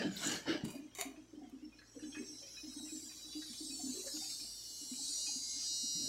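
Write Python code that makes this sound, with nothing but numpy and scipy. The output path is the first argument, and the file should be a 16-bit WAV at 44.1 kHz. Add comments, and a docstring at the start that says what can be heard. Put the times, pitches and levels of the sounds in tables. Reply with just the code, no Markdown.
"""A hand and sleeve brush past the microphone indoors and pick up solder with a click: noise strokes, scuffs, cracks.
Then the hands nudge a hollow plastic case on the work table, where wire and iron tick on its circuit board:
damped modes driven by short noise bursts, with patchy, wavering mid-band noise between them.
A shrill, sizzling whine swells and sags in pitch, most likely a cutting disc biting into metal some way off:
overtones of its turning speed plus noise. Room air and a low hum lie beneath."""
import sys
import numpy as np
from scipy import signal
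from scipy.fft import rfft, irfft, next_fast_len
from scipy.io import wavfile
from scipy.ndimage import uniform_filter1d, map_coordinates

SR = 44100
rng = np.random.default_rng(int(sys.argv[2]) if len(sys.argv) > 2 else 0)


def inscribe(sig):
    """Save sig as 16-bit PCM at rate SR to the path in sys.argv[1].

    A 1-D sig is mono; a 2-D sig holds one channel per row.
    Samples are clipped to [-1, 1] before scaling.
    """
    pcm = np.round(np.clip(np.atleast_2d(sig).T, -1, 1) * 32767)
    wavfile.write(sys.argv[1], SR, pcm.astype(np.int16))


N = 268304
TIME_S = np.arange(N) / SR

# Steady hum tones. Each row: frequency in Hz, rms level in dB before a random wobble.
HUM_TONES = [(53.8, -74.5), (113.0, -77)]
# Spectrum of the room air. Each row: frequency in Hz, relative density in dB per Hz.
AIR_SPECTRUM = [(18, -72), (30, -46), (59, -9), (178, -9.5), (301, -2), (459, -12), (838, -18),
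                (1990, -22.5), (2390, -23.5), (2660, -26.5), (4860, -22.5), (7390, -24.5), (15800, -52)]
# Decay of the room. Each row: frequency in Hz, t60 in seconds.
ROOM_DECAY = [(200, 0.49), (2000, 0.37), (7000, 0.25), (14000, 0.25)]
# Colour of the blotchy mid-band noise. Each row: frequency in Hz, relative density in dB per Hz.
BLOTCH_SPECTRUM = [(600, -12), (1000, -10), (1700, -9.5), (2500, -4.5), (3300, -2), (4500, -28.5)]
# Course of the blotchy mid-band noise. Each row: time in seconds, level in dB before a trim and wobble.
BLOTCH_LEVEL_CURVE = [(0.8, -75), (1.2, -72), (1.55, -77.5), (1.9, -72.5), (2.2, -73.5), (3.0, -65),
                      (3.6, -72.5), (3.9, -66.5), (4.25, -66), (4.55, -72.5), (5.0, -73), (5.3, -71.5),
                      (5.6, -69.5), (5.8, -72.5), (6.08, -64)]

# Turning speed of the disc, slowing under load. Each row: time in seconds, turns per second.
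DISC_SPEED = [(1.8, 163.8), (2.2, 161.4), (2.72, 156.4), (3.25, 150.1), (3.81, 149.3), (4.51, 145.3),
              (5.07, 145.2), (5.25, 143.2), (5.51, 142.8), (5.72, 143.43)]
# How hard the disc bites. Each row: time in seconds, whine level in dB before a common trim.
BITE_LEVEL = [(1.2, -72.5), (1.7, -77), (2.0, -62), (2.3, -56), (2.65, -58), (3.0, -57), (3.45, -54),
              (3.75, -51), (3.98, -51), (4.3, -47), (4.6, -53), (4.92, -51.5), (5.08, -45.5), (5.24, -45),
              (5.42, -48.5), (5.68, -44.5), (6.08, -52.5)]
# Treble of the whine over the rest. Each row: time in seconds, relative level in dB before a common trim.
TREBLE_LEVEL = [(2.62, -6), (2.95, 2.5), (3.35, -2.5), (3.8, 5), (4.3, 1), (4.6, -2.5), (4.95, 4.5),
                (5.65, -3), (6.08, 6.5)]
# Registers of the whine, low, middle and high. Each row: frequency in Hz, relative density in dB per Hz.
WHINE_LOW_SPECTRUM = [(2300, -65), (2700, -43), (2900, -19.5), (3150, -22), (3600, -13.5), (3900, 3.5),
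                      (4300, 1), (4600, 2.5), (4900, 3), (5200, -29), (5800, -72)]
WHINE_MID_SPECTRUM = [(4200, -55), (5050, 0.5), (5400, 4), (5850, 4), (6050, 3.5), (6400, 3.5),
                      (6750, -17.5), (7600, -95)]
WHINE_HIGH_SPECTRUM = [(5800, -36), (6700, -7.5), (6950, 0.5), (7800, -1), (8200, -0.5), (8500, -6),
                       (9200, -8), (9650, -14.5), (11000, -66)]
# Topmost fizz of the cut. Each row: frequency in Hz, relative density in dB per Hz.
FIZZ_SPECTRUM = [(8000, -43), (9650, -12), (9850, -0.5), (10150, -13), (10450, 2.5), (11150, -3.5),
                 (11500, -2.5), (12300, -5.5), (14500, -10.5), (15700, -7.5)]
# Course of the fizz. Each row: time in seconds, rms level in dB.
FIZZ_LEVEL_CURVE = [(1.7, -88), (2.2, -75.5), (2.6, -71), (2.95, -63.5), (3.3, -66.5), (3.8, -61),
                    (4.25, -58.5), (4.65, -62), (5.2, -58.5), (5.5, -63.5), (6.08, -59)]
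# Overtones of the singing disc. Each row: multiple of the turning speed, relative level in dB.
CHORD_LINES = [(20, -21), (27, -7), (29, -8), (30, -9.5), (34, -5), (37, -10), (39, -34), (40, 0.5),
               (44, -14), (48, -13.5), (50, -29), (54, -25)]
# Single overtones that swell and fade.
# Each row: start in seconds, end in seconds, multiple of the turning speed, level in dB before a common trim.
WHISTLE_LINES = [(1.62, 1.814, 33, -67.5), (1.856, 2.147, 48, -70), (1.92, 2.55, 69, -75.5),
                 (2.4, 3.15, 71, -73), (2.35, 2.75, 62, -72), (2.7, 3.1, 63, -71), (2.653, 3.1, 57, -75),
                 (2.825, 3.1, 50, -57), (3.3, 4.0, 73, -67.5), (1.76, 1.9, 25, -75), (1.854, 2.28, 35, -67),
                 (2.0, 2.4, 50, -64.5), (2.043, 2.303, 38, -63.5), (2.083, 2.6, 34, -58.5),
                 (2.25, 2.62, 36, -56), (2.25, 2.65, 39, -67), (2.36, 3.05, 25, -60),
                 (2.503, 3.053, 34, -60), (2.618, 3.3, 37, -60), (2.677, 3.122, 52, -58),
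                 (2.797, 3.123, 48, -55), (3.077, 3.902, 26, -58.5), (3.2, 3.6, 31, -62),
                 (3.247, 3.68, 23, -62), (3.15, 3.75, 27, -61), (2.1, 2.9, 33, -62.5), (2.45, 3.1, 38, -65),
                 (3.336, 4.105, 30, -56.5), (3.5, 4.3, 42, -59), (3.6, 4.2, 52, -57),
                 (3.604, 4.048, 58, -57), (3.698, 4.517, 28, -58.5), (3.964, 4.505, 37, -56),
                 (4.002, 4.38, 44, -57), (4.044, 5.1, 54, -69), (4.498, 4.95, 43, -67),
                 (4.1, 4.42, 25, -58.5), (4.2, 5.0, 32, -58.5), (4.42, 4.75, 25, -65.5),
                 (4.65, 4.97, 24, -72), (5.03, 5.24, 25, -63), (4.43, 5.015, 20, -67.5),
                 (5.146, 5.404, 20, -63.5), (5.41, 5.66, 15, -68), (4.445, 5.004, 37, -60.5),
                 (4.5, 5.0, 49, -62), (4.9, 5.4, 50, -68), (4.895, 5.6, 34, -55), (4.917, 5.6, 32, -52.5),
                 (4.95, 5.3, 27, -57.5), (4.95, 5.602, 29, -62), (4.97, 5.3, 40, -48.5),
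                 (5.0, 5.38, 30, -49), (5.093, 5.593, 48, -50.5), (5.168, 5.68, 45, -45),
                 (5.197, 5.7, 69, -61), (5.248, 6.4, 54, -52)]

# Wire and iron touch the board. Each row: time in seconds, level in dB before a common trim, centre in Hz.
BOARD_TICKS = [(0.779, -54.5, 2260), (1.166, -55, 2370), (1.791, -53.5, 4150), (1.793, -54, 1650),
               (1.822, -52.5, 1960), (1.995, -54, 1700), (2.161, -47.5, 1810), (2.035, -50, 3430),
               (2.0402, -54, 1770), (2.126, -46.5, 3150), (2.152, -43, 2330), (2.182, -46, 2240),
               (2.4303, -51, 2760), (2.574, -50.5, 2440), (2.893, -52.5, 2460), (3.333, -49.5, 3180),
               (3.425, -50.5, 1960), (3.5373, -50, 3400), (3.708, -56.5, 2460), (4.079, -50.5, 1740),
               (4.238, -50, 2480), (4.402, -52.5, 2370), (4.9397, -49, 3120), (5.2692, -48, 2800)]
# Modes of the circuit board. Each row: frequency in Hz, relative level in dB, t60 in seconds.
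BOARD_MODES = [(1746, 16.5, 0.043), (1915, 8, 0.04), (2207, -2.5, 0.094), (2467, 9, 0.12), (3090, 8.5, 0.1),
               (3414, 4.5, 0.076), (4110, 12.5, 0.048)]

# Firm nudges of the case. Each row: time in seconds, level in dB before a common trim.
CASE_NUDGES = [(0.755, -39.5), (0.807, -47), (0.848, -49.5), (1.055, -42.5), (1.089, -50.5), (1.175, -48.5),
               (1.332, -45.5), (1.377, -47), (1.421, -45.5), (1.529, -44), (1.627, -45), (1.963, -45.5),
               (2.027, -41), (2.087, -47), (2.171, -40), (2.299, -48.5), (2.635, -46.5), (2.766, -43),
               (2.828, -47), (2.924, -41), (3.027, -50.5), (3.248, -53.5), (3.353, -41), (3.608, -41.5),
               (3.7, -44), (3.771, -48.5), (3.836, -41), (3.864, -40.5), (4.14, -45), (4.413, -55),
               (4.816, -48.5), (5.0, -53.5), (5.092, -55.5), (5.278, -51.5), (5.563, -55.5), (5.705, -58),
               (5.835, -51.5), (5.96, -50), (6.035, -51)]
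# Upper modes of the case. Each row: frequency in Hz, width in Hz, mean relative level in dB.
CASE_UPPER_MODES = [(609, 55, 20.5), (793, 63, -6), (900, 12, 7), (1110, 33, -26)]
# The case creaks when pressed. Each row: start in seconds, direct peak in dB, pitch in Hz, slip length in seconds.
CASE_CREAKS = [(0.727, -46.5, 630, 0.038), (1.101, -56.5, 640, 0.077), (1.389, -57.5, 733, 0.08),
               (1.946, -51.5, 480, 0.032), (2.159, -47.5, 392, 0.084), (2.384, -58, 552, 0.11),
               (3.783, -52, 720, 0.04), (3.929, -44.5, 397, 0.084), (4.033, -46.5, 577, 0.054),
               (4.202, -56.5, 770, 0.06), (4.97, -61.5, 810, 0.035), (5.158, -59, 612, 0.049),
               (5.269, -57, 836, 0.037)]

# Dull blows on the table. Each row: start in seconds, direct peak in dB, pitch in Hz, t60 in seconds.
TABLE_KNOCKS = [(0.0, -38, 212.5, 0.061), (0.066, -36, 217.3, 0.05), (0.089, -40, 198, 0.1),
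                (0.262, -39.5, 190, 0.04), (0.305, -43, 252, 0.087), (0.49, -37.5, 331, 0.12),
                (0.636, -32, 197, 0.027), (0.65, -34, 217, 0.025), (0.984, -49.5, 402, 0.16),
                (1.011, -53, 688, 0.15), (2.195, -42, 265.4, 0.05), (2.668, -46.5, 257, 0.14),
                (3.5, -48.5, 237, 0.08), (3.89, -39.5, 253, 0.11), (4.914, -42, 253, 0.1),
                (5.358, -47, 260, 0.069), (5.83, -50, 232, 0.093), (5.95, -51.5, 169, 0.1),
                (5.991, -52, 240, 0.1)]
# Sharp clicks of things picked up. Each row: start in seconds, direct peak in dB, t60 in seconds.
PICKUP_CLICKS = [(0.651, -43, 0.025), (0.703, -45, 0.02), (1.0118, -22, 0.0065), (1.022, -40, 0.02),
                 (1.497, -58, 0.022)]
# Colour of the clicks. Each row: frequency in Hz, relative level in dB.
CLICK_SPECTRUM = [(300, -28), (700, 7), (1400, -6), (2200, -3), (3400, -9), (4500, 2), (5200, -12),
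                  (6900, 4), (7700, -15), (9000, 2), (12300, -2), (13700, -11), (14500, -5), (15500, -11)]

# Fingers scuff the table, then drag the solder off it.
# Each row: start in seconds, direct peak in dB, grit t60 in seconds, tilt in dB per octave, what rings.
FINGER_SCUFFS = [(0.648, -42, 0.05, -0.5, "table"), (0.681, -41.5, 0.13, -2.5, "table"),
                 (0.703, -40, 0.18, 3, "table"), (0.749, -47.5, 0.13, 0, "table"),
                 (0.776, -52, 0.11, 0, "table"), (0.950, -39, 0.08, 1, "solder"),
                 (0.971, -39.5, 0.11, 0.5, "solder"), (0.985, -34.5, 0.08, -3, "solder"),
                 (0.997, -34.5, 0.05, -1.5, "solder"), (1.005, -35, 0.033, 4, "solder"),
                 (1.012, -29, 0.025, -1, "solder"), (1.021, -33, 0.068, -3.5, "solder"),
                 (1.045, -45, 0.12, -4.5, "solder")]
# Resonances of the scuffed table and solder. Each row: frequency in Hz, width in Hz, relative level in dB.
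TABLE_MODES = [(985, 98, 7.5), (2447, 55, 11), (2915, 40, 14), (3940, 200, 1), (4720, 86, 8),
               (5800, 200, -3), (6700, 80, 3), (7080, 93, -3), (7470, 100, 4), (8500, 90, -1),
               (9050, 170, -3), (10200, 700, -6), (12100, 700, -16), (14400, 500, -21)]
SOLDER_MODES = [(740, 80, 4.5), (1090, 170, 3), (2240, 270, 9), (2930, 92, 5), (3760, 150, 5.5),
                (4490, 140, 4.5), (5800, 130, 3), (6300, 220, 9), (6950, 140, 13), (8360, 150, -2),
                (9200, 240, -8), (10500, 700, -14), (12100, 700, -15), (14500, 600, -20)]

# The sleeve catches and lets go.
# Each row: start in seconds, direct peak in dB, centre in Hz, width in Hz, slip t60 in seconds.
SLEEVE_SNAGS = [(0.006, -45.5, 1760, 400, 0.1), (0.024, -45, 2400, 500, 0.07),
                (0.125, -50, 6800, 400, 0.12), (0.163, -44, 13400, 4000, 0.11),
                (0.166, -37.5, 3900, 700, 0.09), (0.194, -41, 3800, 900, 0.04),
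                (0.227, -42, 1310, 300, 0.13), (0.252, -35, 7040, 1100, 0.05),
                (0.2722, -26, 7300, 900, 0.011), (0.295, -44, 3100, 600, 0.05),
                (0.32, -38, 6060, 1500, 0.046), (0.357, -44, 1482, 350, 0.07),
                (0.363, -39, 4400, 900, 0.04), (0.425, -62, 910, 199, 0.08), (0.458, -45, 860, 250, 0.13),
                (0.49, -41, 2900, 700, 0.06), (0.585, -55, 2900, 160, 0.3), (0.545, -41, 580, 151, 0.075)]
# Strokes of hand and sleeve. Each row: full from in seconds, until in seconds, rise in seconds,
# then the levels of body, rub and hiss in dB before a trim for each.
SLEEVE_STROKES = [(0.0, 0.023, 0.02, -38.5, -42, -58), (0.053, 0.069, 0.078, -34.5, -63, -64),
                  (0.179, 0.19, 0.22, -68, -55.5, -49), (0.24, 0.34, 0.14, -41, -43.5, -41.5),
                  (0.485, 0.53, 0.07, -37.5, -40, -60.5), (0.643, 0.67, 0.027, -43.5, -70, -60.5),
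                  (6.016, 6.14, 0.12, -49, -68, -87)]
# Spectra of a stroke's body, rub and hiss. Each row: frequency in Hz, relative density in dB per Hz.
BODY_SPECTRUM = [(53, -44), (90, -9), (188, 0.5), (303, 7), (410, -6.5), (550, -28), (600, -5.5),
                 (780, -66), (1320, -120)]
RUB_SPECTRUM = [(240, -45), (400, 2.5), (750, 1), (1050, -9.5), (1300, -2.5), (1700, 3.5), (2000, -3.5),
                (2250, -3.5), (2580, -8.5), (2950, 3), (3500, -11), (3950, -1.5), (4400, -5.5), (5300, -7),
                (6500, -17), (7200, -39), (7900, -16), (8500, -39)]
HISS_SPECTRUM = [(2350, -14), (3900, -3.5), (5010, -6), (5900, -2), (6400, -7), (6950, 2.5), (7700, -3.5),
                 (8300, -9), (9400, -18), (10200, -14.5), (13800, -23), (15800, -29)]

WORK_START_S, WORK_END_S = 1.5, 6.08  # light touches fall in this span
STROKE_RISE_DB = 41  # climb of a stroke within its rise time
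STROKE_FALL_DB_PER_S = (153, 155, 198)  # body, rub, hiss
CASE_HZ, CASE_SCATTER_HZ = 297.5, 17.4  # the low mode shifts a little with the grip
CASE_UPPER_PEAK_DB, CASE_UPPER_SCATTER_DB = -72, 5.5
ROCK_DELAY_S, ROCK_CHANGE_DB, ROCK_HZ = 0.031, -8.5, 259.2  # the case rocks back, softer and lower
FULL_DEPTH = 0.57  # relative depth of cut at which the low register is full
SING_FULL_S, SING_RISE_DB_PER_S, SING_DB = 5.72, 82, -43.5
RASP_HZ_PER_MULTIPLE = 2.8  # noise knots per second; higher whistles rasp in wider bands
RASP_SHARE = (0.83, 0.13)  # noisy power of a whistle up to FULL_DEPTH and in the deepest cut
BAND_LIMIT_HZ = 15780


def amp(db):
    """Decibels to gain."""
    return 10 ** (np.asarray(db) / 20)


def unit(x):
    """Scale to rms 1."""
    return x / np.sqrt(np.mean(x ** 2) + 1e-20)


def peaked(x):
    """Scale to peak 1."""
    return x / (np.abs(x).max() + 1e-20)


def curve(rows):
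    """(seconds, value) points as one value per sample."""
    return np.interp(TIME_S, *np.transpose(rows))


def along(points, hz):
    """(Hz, value) points read on a log frequency axis."""
    point_hz, value = np.transpose(points)
    return np.interp(np.log(hz + 1), np.log(point_hz + 1), value)


def wobble(rate_hz):
    """A smooth random curve with rate_hz knots per second."""
    knots = rng.standard_normal(int(N * rate_hz / SR) + 4)
    coarse_s = TIME_S[::32]
    return np.interp(TIME_S, coarse_s, map_coordinates(knots, [coarse_s * rate_hz]))


def filtered(x, response):
    """x times a response of frequency in Hz."""
    size = next_fast_len(len(x) + 8192)
    spectrum = rfft(x, size) * response(np.fft.rfftfreq(size, 1 / SR))
    return irfft(spectrum, size)[:len(x)]


def coloured(x, spectrum):
    """x shaped by a (Hz, dB) spectrum, at rms 1."""
    return unit(filtered(x, lambda hz: amp(along(spectrum, hz))))


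def resonate(x, modes):
    """x through parallel (Hz, width in Hz, dB) resonances."""
    def response(hz):
        return sum(amp(db) * 1j * hz * width / (centre * centre - hz * hz + 1j * hz * width)
                   for centre, width, db in modes)
    return filtered(x, response)


def patchy(x, depth_db, width_hz, rate_hz, pitch=None):
    """Random spectral peaks and hollows that come and go, sliding along with a pitch ratio if given."""
    hz, t, z = signal.stft(x, SR, nperseg=1024)
    slide = np.ones(len(t)) if pitch is None else np.interp(t, TIME_S, pitch)
    place = np.broadcast_arrays(hz[:, None] / slide / width_hz, t * rate_hz)
    field = map_coordinates(rng.standard_normal((256, 256)), place, mode="wrap")
    depth = np.interp(t, TIME_S, depth_db * np.ones(N))
    gain = amp(depth * 1.5 * np.tanh(field))
    gain /= np.sqrt(np.mean(gain ** 2, axis=0))  # mean power gain 1 at each moment
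    return signal.istft(z * gain, SR, nperseg=1024)[1][:N]


def steady(x):
    """Hold the rms near 1 over each tenth of a second."""
    return x / np.sqrt(np.abs(uniform_filter1d(x ** 2, size=SR // 10)) + 1e-12)


def add(track, start_s, sound):
    """Mix a sound into the track."""
    part = track[max(round(start_s * SR), 0):][:len(sound)]
    part += sound[:len(part)]


def room(x):
    """Diffuse room tail: noise in which each frequency dies at its own speed."""
    hz, t, z = signal.stft(rng.standard_normal(SR // 2), SR, nperseg=256)
    decay = amp(-60 * t / along(ROOM_DECAY, hz)[:, None])
    tail = signal.istft(z * decay, SR, nperseg=256)[1]
    return signal.fftconvolve(x, tail / np.linalg.norm(tail))[:N]


def light_touches(db, scatter_db, count):
    """(seconds, dB) rows spread loosely over the time of work."""
    place, size = rng.random((count, 2)).T
    times_s = WORK_START_S + (WORK_END_S - WORK_START_S) * (np.arange(count) + place) / count
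    return list(zip(times_s, db + scatter_db * (2 * size - 1)))


def background():
    """Quiet room air as coloured noise, and a low hum of slightly unsteady sines."""
    air = amp(-69.0) * coloured(rng.standard_normal(N), AIR_SPECTRUM)
    hum = np.zeros(N)
    for hz, db in HUM_TONES:
        level = np.sqrt(2) * amp(db + 2.3 * wobble(6.9))
        hum += level * np.sin(2 * np.pi * hz * TIME_S + 0.6 * wobble(7.8))
    return hum + air


def blotches():
    """Blotchy mid-band noise: random spectral patches come and go while the level wavers."""
    noise = patchy(rng.standard_normal(N), depth_db=11, width_hz=150, rate_hz=30) * amp(3 * wobble(70))
    level = amp(curve(BLOTCH_LEVEL_CURVE) - 1.5 + 2.5 * wobble(9))
    return level * coloured(noise, BLOTCH_SPECTRUM)


def singing(phase, depth):
    """Overtones meeting the disc's own modes stand out, raspy in a light cut and cleaner in a deep one."""
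    chord = sum(amp(db + wobble(7.8)) * np.sin(round(k) * phase + 2 * np.pi * rng.random())
                for k, db in CHORD_LINES)
    before_full_s = np.maximum(SING_FULL_S - TIME_S, 0)
    out = amp(SING_DB - SING_RISE_DB_PER_S * before_full_s) * chord
    rasp = np.interp(depth, [FULL_DEPTH, 1], RASP_SHARE)
    waver_rad = np.interp(depth, [0.8, 1], [2.1, 0.45])
    for start_s, end_s, k, db in WHISTLE_LINES:
        on = (TIME_S > start_s) & (TIME_S < end_s)
        swell = np.sqrt(np.abs(np.sin(np.pi * (TIME_S[on] - start_s) / (end_s - start_s))))
        swell *= amp(3 * rasp[on] * wobble(24)[on])
        turn = round(k) * phase[on] + waver_rad[on] * wobble(14)[on]
        noise_hz = RASP_HZ_PER_MULTIPLE * k
        noisy = (wobble(noise_hz)[on] * np.sin(turn) + wobble(noise_hz)[on] * np.cos(turn)) / np.sqrt(2)
        line = np.sqrt(1 - rasp[on]) * np.sin(turn) + np.sqrt(rasp[on]) * noisy
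        out[on] += amp(db - 1.0) * swell * line
    return np.sqrt(2) * out


def disc():
    """One scrape a turn, heard through echoes, plus grit; a deeper cut is slower, fuller and steadier."""
    turns_hz = curve(DISC_SPEED)
    depth = (turns_hz.max() - turns_hz) / np.ptp(turns_hz)  # 0 at first touch, 1 in the deepest cut
    speed_hz = turns_hz * (1 + 0.00049 * wobble(12))
    phase = 2 * np.pi * np.cumsum(speed_hz) / SR
    # pulse train: equal overtones up to the 100th
    scrapes = unit(np.sin(100.5 * phase) / (np.sin(phase / 2) + 1e-12))
    grit_share = np.interp(depth, [0, 1], [0.8, 0.3])
    cut = np.sqrt(1 - grit_share) * unit(room(scrapes)) + np.sqrt(grit_share) * rng.standard_normal(N)

    fizz = steady(coloured(patchy(cut, 4, width_hz=120, rate_hz=8), FIZZ_SPECTRUM))
    fizz *= amp(curve(FIZZ_LEVEL_CURVE))

    # a light touch sputters in narrow bands, a deep cut fills them in
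    gaps_db = np.interp(depth, [0, .6, .9, 1], [7.5, 6.5, 6.5, 3.5])
    sputter_db = np.interp(depth, [0, .7, 1], [8.5, 5, 1.5])
    cut = patchy(cut, gaps_db, width_hz=105, rate_hz=4, pitch=speed_hz / speed_hz[-1])
    cut = patchy(cut, sputter_db, width_hz=150, rate_hz=27)

    low_db = np.interp(depth, [0, FULL_DEPTH], [-13, -2.2])
    whine = amp(low_db) * steady(coloured(cut, WHINE_LOW_SPECTRUM))
    whine += amp(-1.5) * steady(coloured(cut, WHINE_MID_SPECTRUM))
    whine += amp(curve(TREBLE_LEVEL) - 2.5) * steady(coloured(cut, WHINE_HIGH_SPECTRUM))
    return amp(curve(BITE_LEVEL) - 0.7) * whine + fizz + singing(phase, depth)


def board():
    """Short soft scrapes ring the board's modes near each contact's pitch."""
    out, t = np.zeros(N), np.arange(SR // 6) / SR
    light = [(s, db, rng.choice([mode[0] for mode in BOARD_MODES]))
             for s, db in light_touches(-59.5, scatter_db=3, count=13)]
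    for s, db, centre_hz in BOARD_TICKS + light:
        detune = rng.normal(1, .03, len(BOARD_MODES))
        ring = np.zeros(len(t))
        for (hz, level_db, t60_s), ratio in zip(BOARD_MODES, detune):
            distance_db = 42 * abs(np.log2(hz / centre_hz))  # modes far from the contact's pitch are weak
            ring += amp(level_db - distance_db - 60 * t / t60_s) * np.sin(2 * np.pi * hz * ratio * t)
        scrape = rng.standard_normal(len(t)) * t * np.exp(-t / 0.0055)
        tick = signal.fftconvolve(ring, scrape)[:len(t)]
        add(out, s - .008, amp(db - 1.5) * peaked(tick))
    return out + amp(-4.5) * room(out)


def case():
    """Nudges swell and die in the hollow case's low mode and stir its upper ones; presses creak as noise slips."""
    out, t = np.zeros(N), np.arange(SR // 4) / SR
    swell = peaked(t ** 0.72 * np.exp(-t / 0.013))
    light = light_touches(-67, scatter_db=2.0, count=10)
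    pushes = [(s, db, CASE_HZ) for s, db in CASE_NUDGES + light]
    returns = [(s + ROCK_DELAY_S, db + ROCK_CHANGE_DB, ROCK_HZ) for s, db in CASE_NUDGES]
    for s, db, pitch_hz in pushes + returns:
        hz = pitch_hz + CASE_SCATTER_HZ * rng.standard_normal()
        upper_db = CASE_UPPER_PEAK_DB + CASE_UPPER_SCATTER_DB * rng.standard_normal()
        low, upper = t * np.exp(-t / 0.0082) * rng.standard_normal((2, len(t)))
        boom = swell * np.sin(2 * np.pi * (hz * t + rng.random()))
        rub = resonate(resonate(low, [(287, 120, 0)]), [(300, 44, 0)])
        # the point of contact decides which upper modes answer
        modes = [(centre, width, level + rng.normal(0, 10.4)) for centre, width, level in CASE_UPPER_MODES]
        ring = resonate(resonate(upper, modes), [(735, 110, 0)])
        nudge = amp(db - 2.5) * (boom + amp(-5.5) * peaked(rub))
        add(out, s - .003, nudge + amp(upper_db) * peaked(ring))
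    for s, db, hz, length_s in CASE_CREAKS:
        slip = rng.standard_normal(len(t)) * np.sin(np.pi * np.minimum(t / length_s, 1))
        mode = [(hz, 75, 0)]
        add(out, s, amp(db) * peaked(resonate(resonate(slip, mode), mode)))
    return out + amp(-6.0) * room(out)


def knocks():
    """The table top answers a soft blow with one damped low mode."""
    out, t = np.zeros(N), np.arange(SR // 3) / SR
    soft_onset = 1 - np.exp(-t / 0.0085)
    for s, db, hz, t60_s in TABLE_KNOCKS:
        mode = np.sin(2 * np.pi * hz * t) * amp(-60 * t / t60_s)
        add(out, s, amp(db) * peaked(mode * soft_onset))
    return out + amp(-7.0) * room(out)


def clicks():
    """Hard contacts: short cracks of decaying coloured noise and their room tail."""
    out, t = np.zeros(N), np.arange(SR // 4) / SR
    for s, db, t60_s in PICKUP_CLICKS:
        crack = coloured(rng.standard_normal(len(t)), CLICK_SPECTRUM) * amp(-60 * t / t60_s)
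        add(out, s, amp(db) * peaked(crack))
    return out + amp(-6.0) * room(out)


def scuffs():
    """Brief gritty slips ring the table top or the solder, and the room answers."""
    out, t = np.zeros(N), np.arange(SR // 5) / SR
    rings = {"table": TABLE_MODES, "solder": SOLDER_MODES}
    for s, db, t60_s, tilt_db, thing in FINGER_SCUFFS:
        roughness_db = 4.2 * rng.standard_normal(len(t))
        grit = rng.standard_normal(len(t)) * amp(roughness_db - 60 * t / t60_s)
        grit = filtered(grit, lambda hz: amp(tilt_db * np.log2((hz + 500) / 4000)))
        add(out, s, amp(db) * peaked(resonate(grit, rings[thing])))
    return out + amp(-5.5) * room(out)


def snags():
    """Each catch of the cloth rings briefly in a band of its own."""
    out, t = np.zeros(N), np.arange(SR // 6) / SR
    for s, db, hz, width_hz, t60_s in SLEEVE_SNAGS:
        slip = rng.standard_normal(len(t)) * amp(-60 * t / t60_s)
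        mode = [(hz, width_hz, 0)]
        add(out, s, amp(db) * peaked(resonate(resonate(slip, mode), mode)))
    return out + amp(-6) * room(out)


def friction(spectrum, grain_db, grain_hz, patch_hz, catch_share):
    """Fine slipping with crisp little catches, and resonances that shift as the contact moves."""
    slips = patchy(rng.standard_normal(N), depth_db=6.5, width_hz=patch_hz, rate_hz=18)
    slips = unit(slips * amp(grain_db * wobble(grain_hz)))
    catches = rng.standard_normal(N) * (rng.random(N) < 600 / SR)  # about 600 a second
    return coloured(slips + catch_share * unit(catches), spectrum)


def stroke_gains():
    """Gains of body, rub and hiss: each stroke rises, holds and dies away; powers add."""
    power = np.zeros((3, N))
    for start_s, end_s, rise_s, *levels_db in SLEEVE_STROKES:
        early_s, late_s = np.maximum(start_s - TIME_S, 0), np.maximum(TIME_S - end_s, 0)
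        near = (early_s < 2 * rise_s) & (late_s < 1)
        for band, db, fall in zip(power, levels_db, STROKE_FALL_DB_PER_S):
            rise_db = STROKE_RISE_DB * early_s[near] / rise_s
            band[near] += amp(db - rise_db - fall * late_s[near]) ** 2
    return np.sqrt(power)


def sleeve():
    """Skin and cloth slide past: friction noise as a low body, a rub and a fine hiss."""
    body, rub, hiss = stroke_gains()
    low = friction(BODY_SPECTRUM, grain_db=-1.0, grain_hz=44, patch_hz=59.0, catch_share=0.18)
    mid = friction(RUB_SPECTRUM, grain_db=0.4, grain_hz=230, patch_hz=149.9, catch_share=0.43)
    high = friction(HISS_SPECTRUM, grain_db=1.0, grain_hz=200, patch_hz=203.6, catch_share=0.27)
    return amp(-4.0) * body * low + amp(-0.23) * rub * mid + amp(-0.3) * hiss * high


def scene():
    """Everything at one microphone."""
    table_work = board() + case() + knocks() + clicks() + scuffs()
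    return (background() + blotches() + disc() + table_work + snags() + sleeve())[None]


def record(dry):
    """The recorder keeps nothing above its band limit."""
    return np.array([filtered(channel, lambda hz: hz < BAND_LIMIT_HZ) for channel in dry])


dry = scene()
out = record(dry)
inscribe(out)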